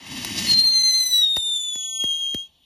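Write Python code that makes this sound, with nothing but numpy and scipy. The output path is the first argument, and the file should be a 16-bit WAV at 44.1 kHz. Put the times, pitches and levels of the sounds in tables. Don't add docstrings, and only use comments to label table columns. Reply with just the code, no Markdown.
import sys
import numpy as np
from scipy import signal
from scipy.fft import rfft, irfft, next_fast_len
from scipy.io import wavfile

SR = 44100
rng = np.random.default_rng(int(sys.argv[2]) if len(sys.argv) > 2 else 0)


def store_wav(level_fs):
    pcm = np.round(np.clip(np.atleast_2d(level_fs), -1, 1) * 32767)
    wavfile.write(sys.argv[1], SR, pcm.T.astype(np.int16))


def gain_from_decibels(decibels):
    exponent = np.asarray(decibels, float) / 20
    return 10 ** exponent


N = 116865

# time in seconds, pitch in Hz, fundamental in dB, overtone drive in dB.
WHISTLE_COURSE = [(.46, 4240, -25, -56), (0.483, 4297, -27, -52), (.488, 4264, -19.5, -47),
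                  (.51, 4224, -14, -39.5), (.55, 4154, -15.5, -53), (.60, 4200, -17, -45.5),
                  (.64, 4221, -17, -45), (0.691, 4127, -15.5, -45.5), (.70, 4217, -17.5, -50),
                  (.73, 4176, -19, -56), (.775, 4137, -15.5, -48), (0.786, 4125, -17.5, -57.5),
                  (.815, 4118, -19, -45), (.84, 4154, -17, -48.5), (.90, 4117, -18, -49.5),
                  (0.924, 4052, -22.5, -42), (.955, 4160, -17.5, -49), (1.02, 4060, -21, -42.5),
                  (1.035, 4070, -27.5, -40.5), (1.10, 4020, -32.5, -43.5), (1.135, 3940, -16, -40.5),
                  (1.18, 3921, -17.5, -41.5), (1.188, 3893, -18, -49), (1.211, 3890, -18, -45.5),
                  (1.23, 3750, -15, -51), (1.247, 3759, -15.5, -56), (1.256, 3723, -19, -59.5),
                  (1.385, 3669, -23.5, -50.5), (1.409, 3627, -27, -48.5), (1.52, 3583, -22, -45.5),
                  (1.6, 3520, -26, -44.5), (1.629, 3510, -29.5, -43), (1.66, 3503, -26.5, -47),
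                  (1.8, 3383, -31.5, -45.5), (1.932, 3336, -34.5, -45), (1.99, 3310, -32.5, -39.5),
                  (2.004, 3268, -25, -42.5), (2.051, 3250, -23, -45.5), (2.13, 3219, -23, -47.5),
                  (2.191, 3250, -28.5, -50), (2.25, 3223, -25.5, -52.5), (2.38, 3221, -28.5, -55.5),
                  (2.419, 3240, -33.5, -59), (2.45, 3256, -41.5, -71.5), (2.485, 3270, -57, -80)]


def rms_one(x):
    return x / np.sqrt(np.mean(x ** 2) + 1e-20)


def in_time(rows):
    s, *columns = np.transpose(rows)
    return [np.interp(np.arange(N) / SR, s, c) for c in columns]


def at_hz(points, hz):
    return np.interp(np.log(hz), np.log(np.array(points)[:, 0]), np.array(points)[:, 1])


def lowpass(x, hz, order):
    return signal.sosfilt(signal.butter(order, hz, fs=SR, output="sos"), x)


def bandpass(x, low, high):
    return signal.sosfilt(signal.butter(2, [low, high], "band", fs=SR, output="sos"), x)


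def drift(rate):
    r = np.exp(-40 * np.pi * rate / SR)
    slow = signal.lfilter([1], [1, -2 * r, r * r], rng.standard_normal(N // 20 + 2002))
    slow = slow[2000:]
    return np.interp(np.arange(N) / 20, np.arange(len(slow)), rms_one(slow - slow.mean()))


def banded_noise(spectrum, patchy_db, shared, tilt_db=0):
    out, together = 0, drift(18)
    edges = 28 * 2 ** np.arange(0, 9.3, 1 / 3)
    white = rng.standard_normal((2, N))
    for k, (low, high) in enumerate(zip(edges, edges[1:])):
        hz = np.sqrt(low * high)
        if spectrum[0][0] < hz < spectrum[-1][0]:
            band = bandpass(white[k % 2], low, high)
            flicker_db = patchy_db * (shared * together + drift(27))
            out = out + band * gain_from_decibels(at_hz(spectrum, hz) + tilt_db * np.log2(hz / 2000) + flicker_db)
    top = signal.cheby2(8, 30, 13700 * 1.05, fs=SR, output="sos")
    return rms_one(signal.sosfilt(top, out))


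def noise_around(phase, puffs):
    return rms_one(puffs[0] * np.sin(phase) + puffs[1] * np.cos(phase))


def ground(x):
    bounce_s, bounce_db, dull_hz = 0.001009, -5, 6400
    lag = np.arange(N) - bounce_s * SR
    dull = lowpass(x, dull_hz, 1)
    return x + gain_from_decibels(bounce_db) * np.interp(lag, np.arange(N), dull)


def wall(x):
    level_db, t60_s, low_hz, high_hz = -24.5, .3, 1200, 6740
    t = np.arange(int(.3 * SR)) / SR
    tail = rng.standard_normal((2, len(t))) * gain_from_decibels(-60 * t / t60_s) * (t > .003)
    tail = bandpass(tail / np.sqrt(np.sum(tail ** 2) / 2), low_hz, high_hz)
    return gain_from_decibels(level_db) * signal.fftconvolve(x[None], tail, axes=1)[:, :N]


def ports(x):
    # frequency in Hz, phase by which left leads in radians.
    left_lead = [(0, .16), (500, .14), (1100, 0), (1700, -.7), (1850, .8), (2150, .03), (2800, .55),
                 (3200, .5), (4000, .1), (5000, .55), (5700, 0), (6800, -.8), (7900, -3.0), (8200, -3.14),
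                 (10000, -4.95), (11200, -6.2), (12200, -6.4), (14200, -8.9), (14600, -9.1), (15200, -9.6),
                 (15700, -10.8), (16200, -11)]
    # frequency in Hz, left over right in dB.
    left_tilt = [(60, 0), (500, 1.3), (1650, 1.5), (3300, 2), (5000, 1.5), (15000, 1)]
    size = next_fast_len(N + 4096)
    hz = np.arange(size // 2 + 1) * SR / size + 1
    lead = np.interp(hz, *np.transpose(left_lead))
    half = np.exp(.5j * lead) * gain_from_decibels(.5 * at_hz(left_tilt, hz))
    return np.array([irfft(rfft(x, size) * h, size)[:N] for h in (half, 1 / half)])


def rumble():
    level_db, top_hz, swing_db = -70, 81, -0.5
    low = bandpass(rng.standard_normal(N), 35, top_hz)
    return gain_from_decibels(level_db + swing_db * drift(5.6)) * rms_one(low)


def air():
    # frequency in Hz, level in dB per Hz.
    air_spectrum = [(18, -54), (30, -38.5), (137, -1.5), (290, -6.5), (400, -26), (2400, -28.5), (3100, 1),
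                    (3800, -7), (4600, -19.5), (14000, -21.5)]
    return gain_from_decibels(-62) * banded_noise(air_spectrum, patchy_db=1.5, shared=.15) + rumble()


def sparks():
    # start in seconds, peak in dB.
    spark_events = [(0.9384, -29), (1.0036, -41), (1.5025, -43), (1.577, -43), (1.6341, -54), (1.8073, -38),
                    (1.83, -32.5), (1.8576, -35), (1.8947, -39.5), (1.9548, -35.5), (2.143, -43),
                    (2.185, -40), (2.2043, -40.5)]
    gain_db, rise_s, lag_s = 3.5, .0011, .0025
    out, t = np.zeros(N), np.arange(441) / SR
    hz = 0.912 * in_time(WHISTLE_COURSE)[0]
    spurt = t / rise_s * np.exp(1 - t / rise_s)
    for s, db in spark_events:
        i = int((s + lag_s) * SR)
        tone = np.sin(2 * np.pi * hz[i] * t + rng.uniform(0, 5.7))
        out[i:i + len(t)] += gain_from_decibels(db + gain_db) * spurt * tone
    return out


def spitting():
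    # time in seconds, level in dB.
    spit_course = [(.3, -87), (.36, -40.5), (.385, -25.5), (.41, -32.5), (.47, -35.5), (.515, -29),
                   (.55, -36.5), (.6, -34.5), (.72, -91)]
    spits_per_s, low_hz, high_hz = 4000, 2600, 6600
    struck = rng.random(N) < spits_per_s / SR
    size_db = 2.5 * np.minimum(rng.exponential(1, N), 4)
    clicks = struck * gain_from_decibels(size_db) * rng.choice([-1, 1], N)
    band = bandpass(clicks, low_hz, high_hz)
    return gain_from_decibels(in_time(spit_course)[0] + 2.3 * drift(37)) * rms_one(band)


def star_thump(t):
    drop_hz, end_hz, fall_s = 283, 70.6, 0.00564
    fast_s, slow_s, slow_db, lag_s = 0.0046, 0.0087, -8.5, 0.0017
    sweep = 2 * np.pi * np.cumsum(end_hz + drop_hz * np.exp(-(t / fall_s) ** 2)) / SR
    decay = np.exp(-t / fast_s) + gain_from_decibels(slow_db) * np.exp(-t / slow_s)
    thump = np.sin(sweep) * np.minimum(t / 0.0011, 1) * decay
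    return np.interp(t - lag_s, t, thump)


def star_boom(t):
    hz, swell_s, lag_s = 76, 0.0048, 0.0077
    boom = -np.sin(2 * np.pi * hz * t) * t / swell_s * np.exp(1 - t / swell_s)
    return np.interp(t - lag_s, t, boom)


def pops():
    pop_starts = [
        0.2473,
        1.364,
        1.7548,
        2.0382,
        2.3443,
    ]
    # crack in dB, crack length in seconds, knock in dB, thump in dB.
    pop_parts = [
        (-18.5, 0.0028, -32, -57),
        (-28.5, 0.0092, -12, -64),
        (-36, 0.0032, -35.5, -37),
        (-30.5, .003, -29, -25),
        (-28.5, 0.0045, -32.5, -21.5),
    ]
    boom_levels = [
        -43,
        -32.5,
        -52,
        -58,
        -55,
    ]
    # frequency in Hz, level of the crack in dB per Hz.
    crack_spectrum = [(300, 4), (1200, -4), (3500, 1.5), (6000, 0), (8000, -2.5), (12000, 0), (14000, -6),
                      (17000, 2)]
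    tail_s, tail_db, knock_hz, knock_t60_s = .008, -8.5, 776, 0.0038
    out, t = np.zeros(N + SR), np.arange(SR // 8) / SR
    noise = ground(banded_noise(crack_spectrum, patchy_db=1.2, shared=0))
    thump, boom = star_thump(t), star_boom(t)
    for s, (crack_db, length, knock_db, thump_db), boom_db in zip(pop_starts, pop_parts, boom_levels):
        i = int(s * SR)
        tail = gain_from_decibels(tail_db) * np.exp((length - t) / tail_s)
        burst = np.minimum(t / 0.00032, 1) * np.where(t < length, 1, tail)
        burst *= np.exp(-np.minimum(t, length) / length * .5)
        late = np.maximum(t - 0.58 * length, 0)
        knock = -np.sin(2 * np.pi * knock_hz * late) * gain_from_decibels(-60 * late / knock_t60_s)
        pop = gain_from_decibels(crack_db) * burst * noise[i:i + len(t)] + gain_from_decibels(knock_db) * knock
        out[i:i + len(t)] += pop + gain_from_decibels(thump_db) * thump + gain_from_decibels(boom_db) * boom
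    return out[:N]


def jet():
    # time in seconds, vigour in dB.
    vigour_course = [(0, -57.5), (.05, -54.5), (.12, -48), (.3, -45.5), (.38, -43), (.46, -42.5),
                     (.53, -45), (.56, -48), (.62, -50.5), (.71, -57.5), (1.0, -61), (1.2, -61.5),
                     (1.32, -72.5), (1.52, -70), (1.7, -74.5), (2.0, -72), (2.3, -80.5), (2.45, -85),
                     (2.65, -93.5)]
    # frequency in Hz, level in dB per Hz.
    hiss_spectrum = [(260, -49), (450, -16), (884, -15), (1410, -14), (3000, -1.5), (3900, -8), (4700, -4),
                     (6040, -8), (7000, -13.5), (8220, -11), (11900, -15), (15000, -32.5)]
    # frequency in Hz, level in dB per Hz.
    roar_spectrum = [(18, -50), (30, -22), (113, -5), (226, -1.5), (321, -8), (428, -40.5), (600, -16.5),
                     (780, -33.5), (1320, -120)]
    hiss_db, hiss_follows, roar_db, roar_follows = -33, 1, -36, 1.285
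    vigour_db = in_time(vigour_course)[0] + 44.5
    dulling_db = 0.2771 * vigour_db
    hiss = banded_noise(hiss_spectrum, patchy_db=0.97, shared=1.4, tilt_db=dulling_db)
    hiss = gain_from_decibels(hiss_db + hiss_follows * vigour_db) * hiss
    roar = banded_noise(roar_spectrum, patchy_db=2.5, shared=0.32)
    return ground(hiss) + gain_from_decibels(roar_db + roar_follows * vigour_db) * roar


def tube_burning(hz):
    # time in seconds, pitch sag as a share, loss in dB, width in seconds.
    choke_events = [(0.529, 0.0027, 3.5, 0.0023), (0.562, 0, 3.5, 0.0051), (0.592, 0.0056, -6, 0.0034),
                    (0.612, 0.013, -1.5, 0.0025), (0.631, 0.0049, 4.5, .006), (.711, 0.0011, 2, 0.0033),
                    (0.828, 0.042, 8.5, 0.0027), (0.914, 0.0011, 4.5, 0.0018), (.942, 0.012, 3, 0.0027),
                    (1.065, .004, -2.5, 0.0029), (1.074, 0.0065, -0.5, 0.0033), (1.37, 0.0023, 4.5, .003),
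                    (1.635, 0.0079, 0.5, .002), (1.809, 0.0047, -1.5, 0.0021), (1.865, 0, 1.5, 0.0021),
                    (1.925, 0.0018, 0, 0.0035), (1.985, 0, 6.5, 0.0031), (2.035, .0, 3, .005),
                    (2.067, .0, 2, .004), (2.095, 0.0022, -0.5, .005)]
    t = np.arange(N) / SR
    level_db = 0.5 * (drift(2.5) + 2.0 * drift(83))
    hz = hz * (1 + .001 * (drift(17) + 1.6 * drift(84)) + 0.002 * drift(200))
    for s, sag, choke_db, width in choke_events:
        bump = np.exp(-.5 * ((t - s) / width) ** 2)
        hz = hz * (1 - sag * bump)
        level_db = level_db - choke_db * bump
    return hz, level_db


def whistle():
    # time in seconds, period-doubling strength in dB.
    doubling_course = [(.6, -105), (.655, -52.5), (.67, -35.5), (.70, -44.5), (.73, -35.5), (.78, -30),
                       (.9, -27), (1.15, -33.5), (1.21, -36), (1.29, -53.5), (1.36, -110)]
    # multiple of the pitch, level in dB over the overtone drive.
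    overtones = [(2, 8.5), (3, 4), (4, -9.5)]
    # multiple of the pitch, level in dB over the doubling.
    half_tones = [(.5, -14), (1.5, 0.5), (2.5, -10.5), (3.5, -23)]
    # frequency in Hz, level in dB.
    overtone_colour = [(6000, 0.5), (6900, 2.5), (8500, 6), (10100, -4.5), (11000, 5), (12500, -3.5),
                       (14000, -4.5), (15700, 10.5)]
    # multiple of the pitch, level in dB.
    breath_modes = [(1.5, -3), (2.5, -4), (3.5, -8)]
    # frequency in Hz, level in dB per Hz.
    flame_spectrum = [(4400, -15.5), (5500, 2.5), (7000, 0), (9500, -4), (12500, -7), (14500, -20.5)]
    skirt_db, skirt_hz, upper_skirt_db, upper_skirt_pitch = -26.5, 345, -6.5, 1.13
    rasp_db, rasp_hz, breath_db, breath_hz = 2, 134, -15, 160
    flame_db, flame_follows = -46.5, 0.39
    t = np.arange(N) / SR
    hz, db, drive_db = in_time(WHISTLE_COURSE)
    half_db, = in_time(doubling_course)
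    hz, level_db = tube_burning(hz)
    phase = 2 * np.pi * np.cumsum(hz) / SR
    alight = np.minimum(t - WHISTLE_COURSE[0][0], WHISTLE_COURSE[-1][0] - t)
    alight = np.clip(alight / 0.012, 0, 1)

    puffs = lowpass(rng.standard_normal((2, N)), skirt_hz, 4)
    skirt = gain_from_decibels(skirt_db + 4.5 * drift(60)) * noise_around(.85 * phase, puffs)
    upper = rms_one(puffs[1] * np.sin(upper_skirt_pitch * phase))
    skirt += gain_from_decibels(skirt_db + upper_skirt_db + 4.8 * drift(60)) * upper

    puffs = lowpass(rng.standard_normal((2, N)), rasp_hz, 4)
    rasp = gain_from_decibels(rasp_db + drive_db + 1.9 * drift(40)) * noise_around(phase, puffs)
    out = gain_from_decibels(db) * np.sqrt(2) * np.sin(phase) + rasp
    for rows, source_db in ((overtones, drive_db), (half_tones, half_db)):
        for multiple, rel_db in rows:
            tone_db = source_db + rel_db + at_hz(overtone_colour, multiple * hz) + 1.5 * drift(45)
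            audible = multiple * hz < 16000
            out += np.sqrt(2) * gain_from_decibels(tone_db) * np.sin(multiple * phase) * audible
    for multiple, rel_db in breath_modes:
        puffs = lowpass(rng.standard_normal((2, N)), breath_hz, 2)
        mode_db = breath_db + rel_db + drive_db + 3.0 * drift(8)
        out += gain_from_decibels(mode_db) * noise_around(multiple * phase, puffs)
    out += gain_from_decibels(flame_db + flame_follows * db) * banded_noise(flame_spectrum, patchy_db=.7, shared=.5)
    return out * gain_from_decibels(level_db) * alight, gain_from_decibels(0.72 * db - 11) * skirt * alight


def scene():
    tones, skirt = whistle()
    fire = tones + jet() + ground(skirt + spitting()) + sparks() + pops()
    return ports(fire + air()) + wall(fire)


def low_pass(x):
    return signal.sosfilt(signal.butter(12, 16600, fs=SR, output="sos"), x)


def record(dry):
    mix = signal.sosfilt(signal.butter(2, 40, "high", fs=SR, output="sos"), dry)
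    return low_pass(mix)


dry = scene()
out = record(dry)
store_wav(out)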